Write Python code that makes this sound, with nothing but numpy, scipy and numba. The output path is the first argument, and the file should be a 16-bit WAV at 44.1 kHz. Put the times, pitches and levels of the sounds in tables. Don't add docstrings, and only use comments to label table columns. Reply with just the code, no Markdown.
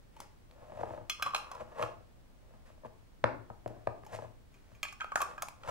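import sys
import numpy as np
from scipy import signal
from scipy.fft import rfft, irfft
from scipy.io import wavfile
from numba import njit

SR = 44100
rng = np.random.default_rng(int(sys.argv[2]) if len(sys.argv) > 2 else 0)


def ratio(d):
    e = np.asarray(d, float) / 20
    return 10 ** e


def wav_out(sig):
    wavfile.write(sys.argv[1], SR, np.round(np.clip(np.atleast_2d(sig).T, -1, 1) * 32767).astype(np.int16))


N = 251546

# f/Hz, density/dB per Hz
PORT_HISS = [(8.8, -35.5), (15, -4.5), (54, -8.5), (176, -17.5), (400, -25.5), (2250, -38), (15000, -51),
             (16300, -65)]
# f/Hz, level/dB
WHINE = [(7812, -96), (15622, -88)]
# f/Hz, left minus right/dB
PORT_BALANCE = [(60, 1), (110, 15), (200, 9), (700, 4.5), (1290, -1), (2380, -2), (8120, 3.5),
                (15000, -5.5)]
# f/cavity pitch, level/dB, t60/s
CAVITY_MODES = [(0.5, -10.5, 0.17), (0.652, -4.5, 0.11), (0.8, -8.5, .1), (0.932, -9, 0.46),
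                (0.998, 3, 0.18), (1.091, -18, 0.63), (1.301, -5, 0.14), (1.552, -16.5, 0.023)]
# f/Hz, level/dB, t60/s
PLATE_MODES = [
    [(2140, -3, 0.14), (2300, -8.5, .12), (2496, 1, 0.16), (2724, -7, 0.15), (3040, 1, 0.11),
     (3186, -6.5, 0.24), (3322, -1, 0.24), (4175, -1, 0.17)],
    [(2050, -7, 0.14), (2315, 0.5, 0.15), (2480, 2, 0.23), (2790, -8, 0.12), (3137, -3, 0.16),
     (3295, -10.5, 0.4), (4200, -23, .12), (4370, -16, 0.42)],
]
# f/Hz, level/dB, t60/s
RIM_MODES = [
    [(5204, 9, 0.27), (5310, 7, 0.19), (5910, 4, 0.17), (6200, 6, 0.28), (6570, 4, 0.18), (7240, -3, 0.3),
     (7460, -1.5, 0.25), (8500, -27, 0.091), (9370, -2.5, 0.23), (10900, -0.5, 0.14), (11320, -2, 0.2356),
     (12900, -4, 0.12), (14300, -1, 0.2215), (15658, -4, .15)],
    [(4630, -12, 0.32), (5390, -4.5, 0.46), (6380, -1.5, 0.35), (6820, 0, 0.24), (7480, -1, 0.27),
     (7470, -10, 0.16), (9240.3, -7, 0.1808), (10500, -39, 0.075), (11470, -11, .2), (11560, -29, .15),
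     (13292, -5, 0.2422), (13650, -14.5, 0.17), (14600, -4, 0.1685)],
]
# t/s, cavity level/dB, cavity f/Hz, plate over cavity/dB, finger freedom/0-1
LANDINGS = [(0.166, -46, 908, -11, 0.25), (1.098, -33, 1228, 8.5, 0.58), (1.225, -23, 1210, -3, 0.43),
            (1.348, -19.5, 1242, -5, 0.21), (1.782, -39, 880, -30, 0.4), (3.678, -40.5, 920, -13, 0),
            (4.543, -61, 1210, 1.5, 0.5), (4.75, -62, 1760, 3.5, 1), (4.831, -31, 1234, 4, 0.62),
            (5.016, -28, 1300, -16, 0.4), (5.12, -28.5, 1166, -17.5, 0.23), (5.205, -25, 1133, -16.5, 0.54),
            (5.38, -33, 1210, -18.5, 0.5), (5.486, -36, 960, -7, 0.03)]
# t/s, cavity level/dB, cavity f/Hz, plate over cavity/dB, freedom/0-1
EDGE_TOUCHES = [(0.204, -34, 830, -14, 0.08), (1.516, -33.5, 1120, -17.5, 0.3),
                (1.551, -37, 1047, -23, 0.23), (1.767, -45.5, 1180, -38, 1),
                (4.051, -51.5, 1760, -14.5, 0.15), (4.065, -43.5, 860, -14.5, 0.38),
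                (4.927, -41.5, 1170, -10.5, 0.4), (5.158, -14.5, 1306, -19, 0.13),
                (5.166, -28.5, 1220, -42, 0.3), (5.177, -28, 1260, -23, 0.18),
                (5.218, -21, 1252, -14, 0.18), (5.423, -28, 1280, -10.5, 0.17),
                (5.431, -27.5, 1085, -28, 0.2), (5.687, -29, 1023, -20.5, 0.8)]
# t/s, cavity level/dB, cavity f/Hz, plate over cavity/dB, freedom/0-1
SEAL_BUMPS = [(0.513, -54.5, 800, -1, 0), (1.263, -27.5, 1117, -10.5, 0.52), (1.336, -27, 1114, -21, 0.19),
              (1.364, -32.5, 1080, 3, 0.08), (1.747, -56, 1145, -23, 0.8), (1.826, -24, 1246, -9.5, 0.18),
              (4.853, -31.5, 1670, -11, 0.08), (4.886, -54, 1210, 13.5, 0.35),
              (5.003, -36, 1600, -19, 0.08), (5.008, -31, 1530, -5.5, 0.46), (5.045, -28, 1297, -20, 0.09),
              (5.636, -40.5, 1320, -9, 0.12)]
# peak t/s, 20 dB rise/s, 20 dB fall/s, level/dB, resonance f/Hz
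BRUSHES = [
    (0.211, .07, 0.081, -55.5, 960),
    (1.822, .02, 0.014, -60, 970),
    (2.662, 0.0081, 0.11, -61.5, 849),
    (4.145, 0.062, 0.076, -54, 630),
    (4.552, .06, 0.13, -71, 714),
    (4.728, .2, .15, -68.5, 684),
    (5.693, 0.061, .1, -50.5, 850),
]
# peak t/s, 20 dB rise/s, 20 dB fall/s, level/dB, resonance f/Hz
SLIDES = [(0.605, 0.09, -0.22, -52.5, 800), (0.815, 0.1756, 0.11, -41.5, 640),
          (0.925, 0.1554, 0.11, -43.5, 660), (1.614, 0.04, -0.02, -38.5, 830),
          (1.79, 0.0257, 0.1, -39.5, 895), (1.827, 0.07, -0.0864, -32.5, 890),
          (1.87, -0.84, -0.08, -53, 720), (2.538, 0.63, 0.4, -62.5, 703), (2.862, 0.02, -0.01, -38, 622),
          (3.675, 0.05, -0.4, -49.5, 592), (4.15, 0.05, 0.03, -34, 640), (4.235, 0.07, 0.06, -42.5, 590),
          (5.688, 0.07, -0.5, -36, 850)]
# peak t/s, 20 dB rise/s, 20 dB fall/s, level/dB, resonance f/Hz
TWISTS = [
    (1.2, 0.0086, 0.017, -44, 1140),
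    (1.227, 0.0045, 0.0087, -27.5, 1240),
    (1.262, 0.01844, 0.063, -34.5, 1200),
    (1.358, 0.034, 0.1, -42, 1070),
    (1.52, 0.056, 0.16, -49, 1080),
    (5.223, 0.0067, 0.043, -38.5, 1040),
    (5.3, 0.074, 0.1365, -47.5, 995),
]
# t/s, knock level/dB
STUMBLES = [(0.579, -54), (0.619, -48.5), (0.721, -41), (0.744, -47), (0.794, -35.5), (0.811, -29.5),
            (0.834, -24), (0.87, -38), (0.907, -31.5), (0.937, -33.5), (0.977, -35), (1.012, -43),
            (2.836, -44), (2.849, -36.5), (2.857, -35.5), (4.189, -31), (4.224, -36), (4.248, -38)]
# t/s, knock level/dB, ring length/0-1, hardness/dB per octave
SET_DOWNS = [(1.618, -37.5, .6, -5), (1.831, -26.5, 0.55, -6), (2.538, -51, 1, 3), (2.691, -57.5, 0.53, 7),
             (2.778, -58.5, 0.52, -4), (3.242, -5.5, 0.17, 1), (3.502, -31.5, 0.56, -2),
             (3.662, -25.5, 0.2, -10.5), (3.704, -38.5, 0.4, -17), (3.768, -46.5, 0.55, -8),
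             (3.873, -17, 0.41, 0.5), (4.036, -43.5, 0.3, 1), (4.132, -37, 0.7, 4), (4.718, -52.5, 0.5, 2),
             (5.677, -30, 1, 4)]
# f/Hz, level/dB, t60/s
WOOD_MODES = [(338.3, -19, 0.091), (471.4, -14, 0.16224), (560.5, 2.5, 0.042), (644, 3.5, 0.044),
              (826, -4, 0.046), (973, 4, 0.022), (1210, -6, 0.061), (1598, -0.5, 0.013),
              (1886, -17.5, 0.061), (2187, -15.5, 0.025), (2610, -15.5, 0.01), (3242, -37.5, 0.0017)]
# f/Hz, level/dB, t60/s
THUD_MODES = [(77.3, -10.5, 0.45), (113.9, -4, 0.28), (167, -18, 0.1), (220, -8, 0.11)]
# f/Hz, density/dB per Hz
RUB_HISS = [(710, -9.5), (1200, -11), (1910, -7.5), (2560, -12.5), (4310, -19.5), (6950, -20), (10500, -27),
            (16000, -37)]
# f/Hz, t60/s, level/dB
KITCHEN_BANDS = [(93, 0.65, -3), (292, 0.59, -1.5), (491, 0.4, -6.5), (1020, 0.41, -4.5), (1920, 0.38, -6),
                 (3900, 0.36, -6.5), (6980, 0.32, -5.5), (14400, 0.2, -9)]


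def colour(x, points, turn_rad=0.):
    hz, db = np.transpose(points)
    f_hz = np.maximum(np.fft.rfftfreq(x.shape[-1], 1 / SR), 1)
    gain = ratio(np.interp(np.log(f_hz), np.log(hz), db))
    return irfft(rfft(x) * gain * np.exp(1j * turn_rad), x.shape[-1])


def unit(x):
    return x / np.sqrt(np.mean(x ** 2))


def floor():
    t = np.arange(N) / SR
    hiss = unit(colour(rng.standard_normal((2, N)), PORT_HISS))
    whine = sum(ratio(db) * np.sin(2 * np.pi * hz * t) for hz, db in WHINE)
    return ratio(-57.5) * hiss + whine


def add(out, at_s, sound, lag):
    start = int((at_s - .001) * SR)
    for port, i in enumerate(start + np.array([0, lag])):
        out[port, i:i + len(sound)] += sound[:N - i]


def ring(modes, freedom, scatter_db, rise_s, split=0.015, choke=1., count=2):
    hz, db, t60 = np.transpose(np.repeat(modes, count, axis=0))[:, :, None]
    t60 = np.clip(t60 * np.clip(freedom, .03, 2), 0, .15)
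    t = np.arange(int(t60.max() * SR) + 99) / SR
    level_luck, pitch_luck, phase_luck = rng.standard_normal((3, len(hz), 1))
    phase = np.pi * (np.arange(len(hz))[:, None] // count) + .6 * phase_luck
    level = ratio(db + scatter_db * level_luck)
    fade = np.exp(-np.log(1000) * (t / t60) ** choke)
    tones = np.sin(2 * np.pi * hz * (1 + split * pitch_luck) * t + phase)
    y = (level * fade * tones).sum(axis=0)
    y = y * (1 - np.exp(-t / rise_s)) ** 2
    return y / np.abs(y).max()


def tick(lo_hz, hi_hz, decay_s):
    t = np.arange(SR // 40) / SR
    sos = signal.butter(2, [lo_hz, hi_hz], "bandpass", fs=SR, output="sos")
    fade = np.exp(-t / decay_s) + 1.8 * np.exp(-t / 0.0005042)
    y = signal.sosfilt(sos, rng.standard_normal(len(t)) * fade)
    return y / np.abs(y).max()


def clinks():
    out = np.zeros((2, N))
    for touches, rim_over_db in ((EDGE_TOUCHES, 2), (LANDINGS, -7), (SEAL_BUMPS, -15.5)):
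        for s, cavity_db, cavity_hz, sharp_db, freedom in touches:
            lid = int(s > 3.9)
            lag = rng.integers(-1, 2)
            plate_db = cavity_db + sharp_db
            rim_db = plate_db + rim_over_db
            smear = .035 - .038 * min(freedom, .75)
            rise_s = 0.000067 * ratio(.5 * (cavity_db - rim_db))
            cavity_modes = np.array(CAVITY_MODES) * (cavity_hz, 1, 1)
            cavity = ring(cavity_modes, 0.42 * freedom, 5.1, rise_s, choke=2.05)
            plate = ring(PLATE_MODES[lid], 1.04 * freedom, 3.4, 0.00044, smear, count=3)
            rim = ring(RIM_MODES[lid], 0.41 * freedom, 3.057, 0.0011, 0.74 * smear, count=3)
            add(out, s, ratio(cavity_db) * cavity, lag)
            add(out, s, ratio(plate_db + 4.5) * plate, lag)
            add(out, s, ratio(rim_db + 2.5) * rim, lag)
            add(out, s, ratio(plate_db + 3.5 - 4.6 * freedom) * tick(865.4, 4400, 0.0012), lag)
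            add(out, s, ratio(rim_db + 11 - 14 * freedom) * tick(3000, 12500, 0.0066), lag)
    return out


@njit
def svf(x, hz, q):
    y, b, l = np.empty(len(x)), 0., 0.
    for i in range(len(x)):
        g = np.tan(np.pi * hz[i] / SR)
        v = (b + g * (x[i] - l)) / (1 + g * (g + 1 / q[i]))
        b, l, y[i] = 2 * v - b, l + 2 * g * v, v / np.sqrt(q[i])
    return y


def slips(per_s, spread_db):
    clicks = rng.random(N) < per_s / SR
    return clicks * rng.standard_normal(N) * ratio(spread_db * rng.exponential(size=N))


def pressure(strokes):
    t = np.arange(N) / SR
    total = 0
    for s, rise_s, fall_s, db, _ in strokes:
        drop = np.maximum((s - t) / abs(rise_s), (t - s) / abs(fall_s))
        total = total + ratio(db - 20 * drop)
    return total


def rubs():
    t = np.arange(N) / SR
    wood = ring(WOOD_MODES, 0.78, 0.62, 0.0003, 0.076, count=1)
    rows = np.array(sorted(SLIDES + TWISTS + BRUSHES))
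    grit = slips(1400, 2.8)
    centre_hz = np.interp(t, rows[:, 0], np.clip(rows[:, -1], 200, 3000))
    tin = np.clip((centre_hz - 1000) / 200, 0, 1)
    q = 1.4 + 4 * tin
    broad = unit(signal.fftconvolve(grit, wood)[:N])
    peaked = unit(svf(svf(grit, centre_hz, q), centre_hz, q))
    body = unit(np.clip(1 - 0.86 * tin, 0, 1) * broad + 0.99 * peaked)
    hiss = unit(colour(unit(slips(3500, 1.0)), RUB_HISS))
    board = ring(THUD_MODES, 1.0, 2.4, 0.00084)
    rumble = unit(signal.fftconvolve(slips(120, 2.1), board)[:N])
    out = np.zeros(N)
    for strokes, hiss_db, rumble_db in ((SLIDES, -22.5, -13.5), (TWISTS, -16, -31), (BRUSHES, -2.8, -5)):
        mix = ratio(-3.5) * body + ratio(hiss_db + 2.0) * hiss + ratio(rumble_db - 9) * rumble
        out += pressure(strokes) * mix
    return out


def knocks():
    out = np.zeros((2, N))
    # ring length, hardness/dB per octave, tick and thud offset/dB
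    stumbles = [(*row, 0.53, -7, -4.5) for row in STUMBLES]
    set_downs = [(*row, 0) for row in SET_DOWNS]
    for s, knock_db, length, tilt_db, weight_db in set_downs + stumbles:
        pivot_hz = WOOD_MODES[2][0]
        wood = [(hz, db + tilt_db * np.log2(hz / pivot_hz), t60) for hz, db, t60 in WOOD_MODES]
        lag = rng.integers(-1, 2)
        thud_db = -30 + 0.49 * knock_db + weight_db
        tick_db = -29 + 0.96 * knock_db + 1.162 * tilt_db + weight_db
        knock = ring(wood, 1.48 * length, 1.0, 0.00013, 0.04, choke=1.11, count=1)
        add(out, s, ratio(knock_db) * knock, lag)
        add(out, s, ratio(thud_db + 1.5) * ring(THUD_MODES, 0.79, 3.1, 0.0032, count=1), lag)
        add(out, s, ratio(tick_db + 5.5) * tick(800, 5500, 0.0018), lag)
    return out


def kitchen(dry):
    t, tail = np.arange(SR) / SR, 0
    for hz, t60, db in KITCHEN_BANDS:
        noise = rng.standard_normal((3, SR))
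        edges = [(hz / 2, -30), (hz / 1.42, 0), (hz * 1.446, 0), (hz * 2, -30)]
        band = colour(noise[:2] + 0.6 * noise[2], edges)
        fade = np.exp(-np.log(1000) * t / t60) * np.sqrt(np.log(1000) / t60 / SR)
        tail = tail + ratio(db) * band * fade
    tail = tail * np.clip((t - .004) / .011, 0, 1)
    return signal.fftconvolve(dry[None], tail, axes=1)[:, :N]


def scene():
    dry = clinks() + knocks() + rubs()
    heard = dry + kitchen(dry[0])
    lead_rad = -1.33
    left = colour(heard[0], [(hz, db / 2) for hz, db in PORT_BALANCE], lead_rad / 2)
    right = colour(heard[1], [(hz, -db / 2) for hz, db in PORT_BALANCE], -lead_rad / 2)
    return np.array([left, right]) + floor()


def low_pass(x):
    return signal.sosfilt(signal.butter(12, 16670, fs=SR, output="sos"), x)


def record(dry):
    mix = np.tanh(dry / 0.27) * 0.25
    return low_pass(mix)


dry = scene()
out = record(dry)
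wav_out(out)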